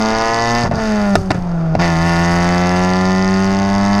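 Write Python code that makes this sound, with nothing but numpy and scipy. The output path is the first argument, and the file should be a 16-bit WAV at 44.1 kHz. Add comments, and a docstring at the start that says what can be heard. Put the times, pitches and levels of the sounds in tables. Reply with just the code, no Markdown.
"""Car exhaust through a gear change

A four-cylinder car, heard near its tailpipe, pulls hard, lifts off, burbles and bangs as the revs
fall, then pulls again in the next gear. Each firing sends a pressure pulse and a spit of gas down
the resonant pipe; under load the pulses come in uneven pairs. Late burns make the burbles and
exploding unburnt fuel makes the bangs. Wind and road rumble lie underneath."""
import sys
import numpy as np
from scipy import signal
from scipy.fft import rfft, irfft
from scipy.io import wavfile
from scipy.ndimage import uniform_filter1d

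SR = 44100
rng = np.random.default_rng(int(sys.argv[2]) if len(sys.argv) > 2 else 0)


def wrap_up_sound(samples):
    """Save the sound to the file named by the first command line argument, as 16-bit audio."""
    columns = np.atleast_2d(samples).T
    # keep every value between -1 and 1, then stretch to whole-number steps
    tamed = np.clip(columns, -1, 1)
    steps = np.round(tamed * 32767).astype(np.int16)
    wavfile.write(sys.argv[1], SR, steps)


N = 176400
T = np.arange(N) / SR


def from_db(db):
    """Amplitude ratio of a level in decibels."""
    return 10 ** (np.asarray(db) / 20)


def in_time(rows):
    """Linear interpolation of each column of a curve, at every sample."""
    times, *columns = np.transpose(rows)
    return [np.interp(T, times, column) for column in columns]


def unit_rms(x, size=3500):
    """Normalisation: the running rms is held at 1."""
    return x / np.sqrt(uniform_filter1d(uniform_filter1d(x * x, size), size) + 1e-14)


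def drift(rate_hz):
    """Interpolated noise: a random wander with a spread near 1."""
    return np.interp(T * rate_hz, np.arange(1000), rng.standard_normal(1000))


def colour(x, spectrum, resonances=(), size=8192):
    """Minimum-phase filtering at unit energy, with the given spectrum, peaks and notches."""
    hz = np.maximum(np.fft.rfftfreq(size, 1 / SR), 1)
    points_hz, points_db = np.transpose(spectrum)
    db = np.interp(np.log(hz), np.log(points_hz), points_db)
    for centre, width, peak_db in resonances:
        db = db + peak_db / (1 + (2 * (hz - centre) / width) ** 2)
    cepstrum = irfft(np.log(from_db(db)))
    cepstrum[1:size // 2] *= 2   # folding the cepstrum makes the response causal
    cepstrum[size // 2 + 1:] = 0
    response = irfft(np.exp(rfft(cepstrum)))
    return signal.fftconvolve(x, response / np.linalg.norm(response))[:N]


def below(x, hz):
    """Zero-phase low-pass filtering."""
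    return signal.sosfiltfilt(signal.butter(4, hz, fs=SR, output="sos"), x)


def clicks(times, gain):
    """Fractional delay: each impulse is shared between two samples."""
    at, out = np.clip(times * SR, 0, N), np.zeros(N + 2)
    np.add.at(out, at.astype(int), gain * (1 - at % 1))
    np.add.at(out, at.astype(int) + 1, gain * (at % 1))
    return out[:N]


def fade(x, decay_s):
    """Exponential decay after every impulse."""
    return signal.lfilter([1], [1, -np.exp(-1 / (decay_s * SR))], x + 1e-18)


# Engine speed: time_s, firing_rate_hz
ENGINE_SPEED = [(0, 217.8), (.3, 228), (.61, 237.6), (.7, 230), (.83, 219.6), (1.15, 196.6), (1.28, 187.5),
                (1.42, 176.5), (1.6, 165.5), (1.76, 158), (1.82, 174), (1.96, 162.8), (2.07, 170),
                (2.15, 168.3), (2.28, 172.4), (2.37, 173.1), (3, 185.1), (3.5, 194), (4, 202.7)]
# Throttle and exhaust levels: time_s, load_fraction, note_db, bark_db, rasp_db, sizzle_db
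THROTTLE = [(0, 1, -15.5, -19.5, -27.5, -28), (.1, 0.94, -18.5, -17.5, -25, -29),
            (.3, 0.95, -29.5, -16.5, -23.5, -28.5), (.55, 1, -17, -17.5, -23, -27),
            (.63, 0.84, -19, -16.5, -18.5, -28), (.675, .6, -29, -21, -34.5, -36),
            (.7, 0.5, -28, -40, -63, -53), (.72, 0.74, -24, -21.5, -30, -46),
            (.755, 0.34, -26.5, -24.5, -40, -35.5), (.8, 0.4, -21, -18, -26.5, -34.5),
            (.87, 0.32, -18.5, -22.5, -30.5, -33), (.93, 0.4, -14.5, -21, -29.5, -35.5),
            (1.06, 0.37, -15, -21, -30, -37.5), (1.15, .15, -12, -21.5, -34, -39.5),
            (1.175, .1, -31, -30, -45, -39), (1.28, 0.2, -18.5, -30.5, -69, -50),
            (1.35, 0.15, -26, -29.5, -35, -44.5), (1.42, 0.9, -21.5, -31.5, -53, -49.5),
            (1.56, 0.02, -16.5, -29, -55, -51.5), (1.745, 0, -15, -26, -59, -52),
            (1.765, .1, -28, -31, -56, -47), (1.787, 0.6, -18, -26, -48, -50),
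            (1.795, 0.9, -11.5, -18.5, -20, -28), (1.83, 0.68, -16.5, -17.5, -21.5, -28.5),
            (1.95, 0.88, -15, -21, -26.5, -34), (2.1, 0.93, -15.5, -19.5, -22.5, -30.5),
            (2.8, 0.88, -16, -18, -25, -32), (3.35, 0.98, -14, -21, -26.5, -32),
            (3.65, 0.95, -15.5, -20.5, -30, -34), (4, 0.99, -13, -20, -25.5, -30.5)]

def exhaust():
    """Source and filter: periodic firings drive the pipe, the sizzle and the deep engine note."""
    firing_hz, = in_time(ENGINE_SPEED)
    load, note_db, bark_db, rasp_db, sizzle_db = in_time(THROTTLE)
    cycles = np.cumsum(firing_hz) / SR
    pulses, spits = firings(cycles, firing_hz, load)
    bark, rasp = pipe(pulses, load)
    bass = firing_note(cycles, firing_hz, note_db)
    treble = sizzle(spits, load) + whine(cycles, load)
    return bass + from_db(bark_db) * bark + from_db(rasp_db) * rasp + from_db(sizzle_db) * treble


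def firings(cycles, firing_hz, load):
    """Period doubling: under load, pulses and gas spits alternate in timing and strength."""
    pair_lag_periods, pair_db = 0.069, 3   # every second pulse is later and stronger, at full load
    jitter_s, spit_spread_db = 12e-6, 3
    count = np.arange(1, int(cycles[-1]) + 1)
    times = np.interp(count, cycles, T)
    rate_hz = np.interp(times, T, firing_hz)
    limp = np.interp(times, T, load) * (count % 2 - .5)
    jitter, spread = rng.standard_normal((2, len(count)))
    times = times + pair_lag_periods * limp / rate_hz + jitter_s * jitter
    pulses = -clicks(times, from_db(pair_db * limp))
    spit_pair_db = -5 + 0.46 * (rate_hz - firing_hz.min())   # most uneven at high revs
    spits = clicks(times, from_db(spit_pair_db * limp + spit_spread_db * spread))
    return pulses, spits


# Turbulent gas relative to the clean pulses, high while the engine stumbles: time_s, level_db
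GAS_TURBULENCE = [(0, -4), (.62, -6), (.66, 15), (.76, 12), (.82, -0.5), (1.14, -7), (1.18, 3), (1.4, 5),
                  (1.48, 8.5), (1.74, 3.5), (1.8, 1), (1.95, -6.5), (4, -4.5)]
# Spectrum of a pulse at full load: frequency_hz, level_db
LOADED_SPECTRUM = [(60, -28.5), (170, -20), (265, 15.5), (350, 8.5), (560, 7), (720, 8.5), (1020, 5.5),
                   (1500, -13), (2050, -8), (2400, -18.5), (3000, -15.5), (4000, -22.5), (7000, -6.5),
                   (15000, -32)]
# Spectrum of a pulse with the throttle shut, a hollow howl: frequency_hz, level_db
COAST_SPECTRUM = [(60, -47), (190, -29), (280, -3), (400, -1), (520, 3), (620, 0), (720, -1.5), (830, -8.5),
                  (1000, -14), (1400, -11), (2000, -15), (3000, -19.5), (7000, -17), (15000, -50)]
# Resonances and notches of pipe and bodywork: centre_hz, width_hz, gain_db
PIPE_RESONANCES = [(382.6, 19.7, 9), (401, 19, -11), (496.4, 36, -13), (719, 120, 2), (970, 27, -8),
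                   (1020, 21, 1), (1247, 34, 3.5), (1274, 8.4, -20), (1426, 177, 8.5), (1581, 30, -54),
                   (1785, 180, 8.5), (1870, 28, -32), (1978, 29, 6.5), (2210, 13.3, -45), (2705, 62, 4.5),
                   (2826, 30, -50), (3260, 150, -11.5), (3734, 55, 6.5)]

def pipe(pulses, load):
    """Forced resonance: pulses and turbulence ring the pipe, giving a low bark and a higher rasp."""
    bark_top_hz, rasp_top_hz = 1296, 3400
    turbulence_db, = in_time(GAS_TURBULENCE)
    swirl = unit_rms(fade(-pulses, decay_s=0.0046) * rng.standard_normal(N))
    swirl = swirl - 0.67 * below(swirl, hz=1000)
    flow = unit_rms(pulses) + from_db(turbulence_db) * swirl
    loaded = colour(flow, LOADED_SPECTRUM, PIPE_RESONANCES)
    coasting = colour(flow, COAST_SPECTRUM, PIPE_RESONANCES)
    ringing = load * loaded + (1 - load) * coasting
    bark = below(ringing, bark_top_hz)
    rasp = below(ringing - bark, rasp_top_hz)
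    return unit_rms(bark), unit_rms(rasp)


# Note of the pulse pairs, an octave below the firing rate: time_s, level_db
SUBHARMONIC = [(0, -33), (.2, -38), (.5, -24), (.63, -24), (.8, -37.5), (1.2, -29.5), (1.7, -43),
               (1.78, -40), (1.85, -26.5), (2.3, -25), (3.3, -27.5), (4, -24.5)]

def firing_note(cycles, firing_hz, note_db):
    """Fundamental and subharmonic: tones at the firing rate and at half of it, wavering in level."""
    lag_s, note_wobble_db, pair_wobble_db = 0.00025, 0.38, 0.5
    pair_db, = in_time(SUBHARMONIC)
    phase = 2 * np.pi * (cycles - lag_s * firing_hz)
    fundamental = from_db(note_db + note_wobble_db * drift(25)) * np.cos(phase)
    subharmonic = from_db(pair_db + pair_wobble_db * drift(54)) * np.cos(phase / 2)
    return -np.sqrt(2) * (fundamental + subharmonic)


# Spectrum of the gas spits: frequency_hz, level_db
SPIT_SPECTRUM = [(2000, -7.5), (3400, -6), (4100, -9.5), (4650, 3), (5200, -1), (5900, -4.5), (6500, -2.5),
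                 (7300, -17), (8200, -14.5), (9200, -23.5), (10500, -21), (11700, -33), (13000, -26),
                 (15000, -39)]
# Gain of the highest band of the sizzle: time_s, gain_db
FINE_SIZZLE_GAIN = [(0, -6), (.6, -3), (.85, -1.5), (1.22, 7.5), (1.5, 3), (1.75, -10), (1.85, 0), (2.3, 2),
                    (3, -2.5), (4, -2.5)]

def sizzle(spits, load):
    """Pulsed flow noise: each spit is a sharp front and a brief burst, over a continuous hiss."""
    burst_db, loaded_hiss_db, coast_hiss_db = 2.5, -1, 5
    fine_db, = in_time(FINE_SIZZLE_GAIN)
    bursts = unit_rms(fade(spits, decay_s=0.00086) * rng.choice([-1, 1], N))
    hiss = from_db(load * loaded_hiss_db + (1 - load) * coast_hiss_db) * rng.standard_normal(N)
    gas = colour(from_db(burst_db) * bursts - unit_rms(spits) + hiss, SPIT_SPECTRUM, PIPE_RESONANCES)
    coarse = below(gas, hz=7400)
    fine = gas - coarse
    return unit_rms(coarse - below(gas, hz=2600) + from_db(fine_db) * fine)


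# Spectrum of wind and tyre noise: frequency_hz, density_db
ROAD_SPECTRUM = [(15, -4), (28, 2), (42, -12), (60, -5.5), (110, -12.5), (200, -15.5), (400, -22.5),
                 (800, -23.5), (1600, -28.5), (3000, -40.5), (6000, -59), (9000, -58), (15000, -75)]

def road():
    """Broadband tyre noise, its bass amplitude-modulated by gusts of wind."""
    level_db, gust_db = -28.5, 1
    noise = colour(rng.standard_normal(N), ROAD_SPECTRUM)
    wind = below(noise, hz=150)
    return from_db(level_db) * (noise - wind + wind * from_db(gust_db * drift(4.3)))


def whine(cycles, load):
    """A high harmonic of the firing rate, phase-modulated, that emerges as the throttle shuts."""
    harmonic, relative_db, waver_rad = 22, -15, 0.8   # level is relative to the sizzle
    phase = 2 * np.pi * harmonic * cycles + waver_rad * drift(120)
    return from_db(relative_db) * (1 - load) * np.sin(phase)


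# Soft late burns off the throttle, and the low thump beneath some bangs: start_s, level_db
THUMPS = [(.639, -5.5), (0.661, -4), (0.671, -4), (0.694, -5), (0.7155, -6), (0.736, -2.5), (0.741, -8),
          (0.765, -8), (0.776, -6), (.822, -16), (1.171, -5), (1.183, -5), (1.194, -7), (1.213, -9),
          (1.3045, -2.5), (1.3145, -5), (1.336, -12), (1.344, -16), (1.355, -5), (1.3785, -10),
          (1.384, -7), (1.418, -15), (1.7498, -11), (1.763, -3.5), (1.773, -6)]

def burbles():
    """Heavily damped oscillation: each late burn, or the low body of a bang, is a dull thump of about one
    cycle."""
    pitch_hz, decay_s = 145, 0.0036
    start_s, level_db = np.transpose(THUMPS)
    burns = clicks(start_s, from_db(level_db)) + 1e-18
    radius, angle = np.exp(-1 / (decay_s * SR)), 2 * np.pi * pitch_hz / SR
    thumps = signal.lfilter([0, -np.sin(angle)], [1, -2 * radius * np.cos(angle), radius ** 2], burns)
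    return signal.sosfilt(signal.butter(2, 55, "high", fs=SR, output="sos"), thumps)


# Explosions of unburnt fuel in the pipe: start_s, level_db, decay_s, cutoff_hz
BACKFIRES = [(.7125, -8.5, 0.0044, 1200), (1.1545, 3.5, .0026, 9000), (1.3032, -15, .001, 1988),
             (1.3057, 0, 0.0029, 3000), (1.3095, -3, .002, 4000), (1.3163, -3, 0.0012, 6000),
             (1.3454, -10, 0.0093, 1000), (1.752, 0, 0.0019, 1298)]
# Spectrum of a bang: frequency_hz, level_db
BANG_SPECTRUM = [(20, -39), (70, -10), (250, 1), (650, 5), (1500, -8), (2300, -7), (3800, -14), (5200, -9),
                 (7000, -18.5), (11000, -26.5), (15000, -48)]

def bangs():
    """Impulse excitation: a shock front, a burst of gas and a short tail ring the pipe."""
    shock_db, noise_db, tail_db = 8.5, -5.5, -16
    blasts = np.zeros(N)
    for start_s, level_db, decay_s, cutoff_hz in BACKFIRES:
        front = clicks(np.array([start_s]), from_db(level_db))
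        envelope = fade(front, decay_s) + from_db(tail_db) * fade(front, decay_s=0.007)
        blast = from_db(noise_db) * envelope * rng.choice([-1, 1], N) - from_db(shock_db) * front
        blasts += signal.sosfilt(signal.butter(1, cutoff_hz, fs=SR, output="sos"), blast)
    return colour(blasts, BANG_SPECTRUM, PIPE_RESONANCES)


def scene():
    """Superposition of all sources at one point near the tailpipe."""
    return (exhaust() + road() + burbles() + bangs())[None]


def record(dry):
    """Soft saturation rounds the loudest peaks; a steep low-pass cuts the highest treble."""
    stopband_hz = 16700
    rounded = dry / (1 + dry ** 8) ** (1 / 8)
    return signal.sosfilt(signal.cheby2(12, 70, stopband_hz, fs=SR, output="sos"), rounded)


dry = scene()
out = record(dry)
wrap_up_sound(out)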